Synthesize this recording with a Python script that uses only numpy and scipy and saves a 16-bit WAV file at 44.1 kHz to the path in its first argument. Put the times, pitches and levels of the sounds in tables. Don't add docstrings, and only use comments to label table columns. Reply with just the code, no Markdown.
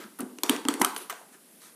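import sys
import numpy as np
from scipy import signal
from scipy.fft import rfft, irfft
from scipy.io import wavfile
from scipy.ndimage import uniform_filter1d

SR = 44100
rng = np.random.default_rng(int(sys.argv[2]) if len(sys.argv) > 2 else 0)


def file_out(sig):
    cols = np.atleast_2d(sig).T
    lim = np.clip(cols, -1, 1)
    pcm = np.round(lim * 32767).astype(np.int16)
    wavfile.write(sys.argv[1], SR, pcm)


def level_to_linear(level):
    exponent = np.asarray(level, float) / 20
    return 10 ** exponent


N = 77175


def band(x, hz, width):
    return signal.lfilter(*signal.iirpeak(min(hz, 0.45 * SR), hz / width, SR), x)


def bank(x, peaks):
    return sum((-1) ** k * level_to_linear(db) * band(x, hz, width) for k, (hz, width, db) in enumerate(peaks))


def peak(x, db):
    return x * level_to_linear(db) / np.abs(x).max()


def level(x, db):
    return x * level_to_linear(db) / np.sqrt(np.mean(x ** 2))


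def add(out, x, s):
    i = max(int(s * SR), 0)
    out[i:i + len(x)] += x[:N - i]


def click(length):
    return 1.0 * (np.arange(length) == 0)


# pitch_hz, density_db (per Hz)
AIR = [(60, -32), (200, 0), (500, -10), (1000, -18), (3500, -19.5), (6500, -21), (10700, -11.5),
       (15500, -25)]


def air():
    table_hz, table_db = np.array(AIR).T
    hz = np.fft.rfftfreq(N, 1 / SR) + 1
    spec = rfft(rng.standard_normal(N)) * level_to_linear(np.interp(np.log(hz), np.log(table_hz), table_db))
    out = np.zeros(N)
    for centre_hz in 60 * 2.0 ** np.arange(9):
        steps = np.repeat(rng.standard_normal(N // 2000 + 1), 2000)
        walk = uniform_filter1d(steps, 2000)[:N]
        octave = np.clip(1 - np.abs(np.log2(hz / centre_hz)), 0, 1)
        waver_db = min(3000 / centre_hz, 2)
        out += level_to_linear(waver_db * walk) * irfft(spec * octave, N)
    return level(out, -56.5)


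# band_hz, level_db, t60_s
ROOM = [(250, -21, 0.42), (467, -15, 0.37), (1000, -14, 0.53), (2000, -16.5, 0.25), (3600, -16.5, 0.45),
        (8000, -15.5, 0.28), (13000, -13, 0.42)]
ROOM_GAP_S = 0.002


def room():
    t = np.arange(N // 2) / SR
    tail = np.zeros(len(t))
    for hz, db, t60 in ROOM:
        noise = band(rng.standard_normal(len(t)), hz, 1.59 * hz)
        tail += level_to_linear(db) * 1000.0 ** (-t / t60) * level(band(noise, hz, 0.82 * hz), 0)
    return tail * np.clip(t / ROOM_GAP_S - 1, 0, 1) / np.sqrt(SR / 20)


# pitch_hz, width_hz, level_db
CRACK = [(6000, 730, -8), (9150, 1860, 8.5), (11100, 4100, 4.5), (13500, 4800, 4.5), (15100, 5100, 1)]


def crack_colour(x):
    return bank(x, CRACK)


RUB_STARTS_S = [0, .188, .188, .2, .488, .699, .7962, .811, .8455, .946, .966, .967, .976, .987, 1.0965,
                1.097, 1.1, 1.11, 1.325, 1.516, 1.605, 1.617]
# level_db, length_s, treble_db (re level), pitch_hz
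RUBS = [(-48.5, .035, -19, 1350), (-42, 0.0054, -8, 10700), (-45, 0.0057, -15, 1100), (-43, .015, -32, 820),
        (-40, 0.057, -12, 1560), (-41, .008, -16, 3100), (-39, 0.0095, -8, 8700), (-36, 0.011, -9, 10000),
        (-37, 0.0053, -11, 2100), (-46.5, .0045, -1, 14000), (-38.5, 0.0031, -0.5, 960),
        (-52.5, 0.054, 1, 3030), (-39.5, .0054, -5, 10600), (-50.5, 0.046, -9.5, 10100),
        (-41.5, .013, -13, 1380), (-47, .011, -9, 13700), (-66.5, 0.085, 6.5, 6200),
        (-56, 0.052, -24, 1880), (-59, 0.026, 0, 1400), (-62, 0.18, -1, 9700), (-63, .054, -6, 3700),
        (-60, 0.059, 0, 1590)]
RUB_RISE_S, RUB_FADE, RUB_GRIT_DB = 0.0004, 0.65, 1


def rubs():
    t = np.arange(N) / SR
    noise, roughness = rng.standard_normal((2, N))
    grit = noise * level_to_linear(RUB_GRIT_DB * np.repeat(roughness, 64)[:N])
    wide = level(band(grit, 3000, 12600), -14)
    treble = level(crack_colour(grit), 0)
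    out = np.zeros(N)
    for s, (db, length, treble_db, hz) in zip(RUB_STARTS_S, RUBS):
        rise = np.clip((t - s) / RUB_RISE_S, 0, 1)
        fade = np.exp(-np.maximum(t - s - length, 0) / (RUB_FADE * length))
        dull = level(band(grit, hz, min(0.59 * hz, 1800)), 0)
        out += rise * fade * level_to_linear(db) * (wide + dull + level_to_linear(treble_db) * treble)
    return out


SPREAD = 0.85


def swings(table, push_s, pair, pair_db, t60):
    near, far, t = np.zeros(N), np.zeros(N), np.arange(4096) / SR
    for s, db, hz, hold in table:
        modes = np.sin(2 * np.pi * hz * t) + level_to_linear(pair_db) * np.sin(2 * np.pi * pair * hz * t)
        push = 1 - np.exp(-t / push_s)
        damping = 1000.0 ** (-np.maximum(t - hold, 0) / t60)
        ring = peak(modes * push * damping, db)
        many = band(band(click(len(t)), hz, SPREAD * hz), hz, SPREAD * hz)
        add(near, ring, s)
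        add(far, level(many, 0) * np.std(ring), s)
    return near, far


# start_s, level_db, pitch_hz, swing_s
BOOMS = [(0, -36, 320, 0.00062), (.045, -38.5, 219, 0.015), (.194, -30.5, 283, 0.0067),
         (.205, -27, 261, 0.0059), (.218, -36, 335, 0.0099), (.229, -25.5, 238, 0.011),
         (.262, -71, 286, 0.017), (.30, -45.5, 250, 0.074), (.384, -39, 315, 0.0061),
         (.436, -26, 336, 0.0037), (.4948, -16, 271.4, 0.013), (.512, -35, 303.4, 0.044),
         (.53, -34, 423, 0.01), (.55, -35.5, 280.6, 0.039), (.653, -21.5, 269, 0.0096),
         (.668, -74, 306, 0.0054), (.685, -17.5, 286.2, 0.008), (.703, -31, 303.7, 0.017),
         (.742, -30, 278, 0.012), (.799, -27, 306, 0.0146), (.813, -17.5, 241, 0.0064),
         (.821, -26.5, 351, 0.0021), (.86, -40.5, 395, 0.025), (.965, -36.5, 436, 0.0087),
         (1.006, -43.5, 362, 0.023), (1.109, -39, 410, 0.0068), (1.315, -53, 259, 0.0044),
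         (1.348, -54.5, 360, 0.012), (1.432, -74, 216, 0.017)]


def booms():
    near, far = swings(BOOMS, push_s=0.00077, pair=1.55, pair_db=-10, t60=0.026)
    return near, level_to_linear(-0.5) * far


# start_s, level_db, pitch_hz, swing_s
KNOCKS = [(.041, -40, 1450, .002), (.196, -30.5, 1280, 0.0026), (.385, -43.5, 1000, 0.0034),
          (.434, -23.5, 977, 0.0019), (.495, -19, 1170, 0.00062), (.528, -32, 607, 0.0071),
          (.651, -32.5, 910, 0.0065), (.685, -16.5, 1200, 0.002), (.686, -29.5, 922, 0.008),
          (.703, -28, 1040, 0.0031), (.496, -25.5, 942, 0.0066), (.797, -30.5, 940, 0.001),
          (.815, -10.5, 930, 0.0012), (.816, -14.5, 2000, 0.0015), (.822, -23.5, 1000, 0.0056),
          (.832, -22.5, 900, 0.002), (.8462, -17, 1242, 0.0049), (.856, -41, 1240, 0.0097),
          (.893, -48, 1360, 0.0041), (.964, -34, 1600, 0.0029), (1.0975, -26.5, 1200, 0.002),
          (1.102, -37.5, 2030, 0.0083), (1.1025, -37, 1200, 0.0013), (1.1065, -33, 1300, 0.003),
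          (1.126, -35, 700, 0.0076), (1.14, -54, 950, 0.01), (1.2125, -42, 680, 0.0032),
          (1.332, -57, 1740, 0.021)]


def knocks():
    near, far = swings(KNOCKS, push_s=0.00014, pair=1.4, pair_db=-13.5, t60=0.01)
    return near, level_to_linear(0.5) * far


# (pitch_hz, width_hz, level_db)
PARTS = [
    ([(.4342, -11.5), (.4356, -19.5)], [(3360, 430, -2.5), (4330, 450, -1), (5300, 270, -4), (5710, 230, 1.5), (6300, 180, 2), (6820, 270, 2), (8580, 320, -3.5), (10550, 230, -9), (11390, 580, 0.5)]),
    ([(.4950, -8.5), (.4968, -12)], [(3120, 450, 2.5), (3790, 130, -1), (7500, 250, -4.5), (9220, 650, -5), (9500, 220, -23), (10500, 230, -6), (12700, 230, -14), (14300, 250, -23)]),
    ([(.6852, -8.5), (.6866, -26)], [(3310, 120, -2), (4390, 170, -0.5), (6300, 260, -10), (7860, 570, 1), (8830, 740, -0.5), (10500, 440, -6), (13400, 390, -11), (15100, 340, -18)]),
    ([(.8158, -19), (.8182, -12.5)], [(3030, 170, -1), (5740, 600, -2.5), (7000, 190, -1), (7730, 230, -1.5), (8900, 160, -20), (11020, 210, -0.5), (11400, 300, -5), (12100, 230, -1)]),
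    ([(.8474, -6.5), (.8487, -22)], [(3166, 206, 1), (4370, 180, -2.5), (4980, 480, -7.5), (6270, 350, -4), (8160, 430, -2), (9170, 510, -1.5), (11160, 300, -4.5), (12100, 650, -4)]),
    ([(1.0978, -20.5), (1.1000, -28), (1.1022, -32), (1.1040, -26), (1.1082, -35)], [(2000, 290, -4), (3000, 300, 1.5), (5950, 230, -2.5), (7700, 270, -5), (8800, 360, -0.5), (11900, 300, -2), (13200, 360, -4), (15200, 300, -5)]),
]
BLOW_S, PART_SPREAD = 0.00026, 3.9


def parts():
    near, far, t = np.zeros(N), np.zeros(N), np.arange(1024) / SR
    for blows, modes in PARTS:
        power = np.zeros(len(t) // 2 + 1)
        for hz, width, db in modes:
            power += np.abs(level_to_linear(db) * rfft(band(click(len(t)), hz, PART_SPREAD * width))) ** 2
        wide = level(np.roll(irfft(np.sqrt(power)), shift=40), 0)
        for s, db in blows:
            spec = rfft(rng.standard_normal(len(t)) * t * np.exp(-t / BLOW_S))
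            scrape = irfft(spec / np.abs(spec) ** 0.7)
            ring = peak(bank(scrape * np.exp(-t / (4 * BLOW_S)), modes), db)
            add(near, ring, s)
            add(far, wide * np.std(ring), s)
    return near, level_to_linear(2.5) * far


# start_s, latch_db, crack_db (re latch), latch_pitch_hz, crack_pitch_hz
SNAPS = [(0.0393, -39, -22, 3450, 6000), (.2050, -36.5, 14.5, 2840, 9520), (0.298, -51, -8, 2800, 13000),
         (0.3857, -29.5, -5, 2850, 5700), (0.4342, -20.5, 2.5, 2420, 12200), (0.4627, -34, 0, 2700, 6960),
         (0.495, -14, 5, 2920, 13500), (0.563, -25, -4, 2740, 5700), (0.6513, -24.5, -10, 2800, 8450),
         (0.669, -57.5, -23, 2900, 6960), (0.6852, -15.5, -4, 3180, 12100), (0.7027, -40, -4, 3540, 8000),
         (0.7391, -23.5, 1, 2070, 10300), (0.816, -18.5, 6, 2000, 11200), (0.8166, -24.5, 5.5, 5740, 13500),
         (0.815, -19.5, -6, 3200, 6140), (0.8467, -18.5, 6, 2460, 7750), (0.963, -22.5, -2.5, 3070, 10400),
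         (1.0984, -44, 6, 3000, 6000), (1.126, -33.5, -6, 2270, 5140)]
RISE_S, CRACK_S, FADE_S, SAG_DB = 0.0003, 0.0028, 0.0004, -11
LATCH_Q = 6.5


def latch(x, hz):
    width = hz / LATCH_Q
    main = band(band(x, hz, width), hz, 2 * width)
    return main + 0.25 * band(x, 1.34 * hz, width) + 0.52 * band(x, 2030, 2070)


def snaps():
    near, far, t = np.zeros(N), np.zeros(N), np.arange(1024) / SR
    fade = np.exp(-np.maximum(t - CRACK_S, 0) / FADE_S)
    shape = np.clip(t / RISE_S, 0, 1) * level_to_linear(SAG_DB * t / CRACK_S) * fade
    tick = click(len(t))
    for s, db, crack_db, hz, top_hz in SNAPS:
        spec = rfft(rng.standard_normal(len(t)) * shape)
        burst = irfft(spec / np.abs(spec) ** 0.5) * np.sqrt(shape)
        ring = peak(latch(burst, hz), db)
        crack = peak(crack_colour(burst) + 1.95 * band(burst, top_hz, 880), db + crack_db)
        add(near, ring + crack, s)
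        ring_far = level(band(tick, hz, SPREAD * hz), 0) * np.std(ring)
        crack_far = level(crack_colour(tick), 0) * np.std(crack)
        add(far, ring_far + crack_far, s)
    return near, level_to_linear(2.5) * far


def dip(x):
    return x - 0.3 * band(x, 596, 200)


def scene():
    tone, shut, opened = air(), room(), room()
    rub = rubs()
    struck = [booms(), knocks(), parts(), snaps()]
    near = dip(sum(close for close, _ in struck)) + rub
    before = level_to_linear(-8) * click(N)
    far = dip(sum(distant for _, distant in struck)) + rub + before
    half = np.sin(2 * np.pi * 1.672 * np.arange(N) / SR) ** 2
    echoes = signal.fftconvolve(far * half, shut)[:N]
    echoes += signal.fftconvolve(far * (1 - half), opened)[:N]
    return (near + echoes + tone)[None]


def top_cut(x):
    return signal.sosfilt(signal.butter(12, 16510, fs=SR, output="sos"), x)


def record(dry):
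    x = signal.sosfilt(signal.butter(3, 186, "high", fs=SR, output="sos"), dry)
    low = signal.sosfilt(signal.ellip(8, 0.3, 60, 15300, fs=SR, output="sos"), x)
    top = signal.sosfilt(signal.ellip(8, 0.3, 70, 16500, fs=SR, output="sos"), x)
    return top_cut(low + level_to_linear(-29) * top)


dry = scene()
out = record(dry)
file_out(out)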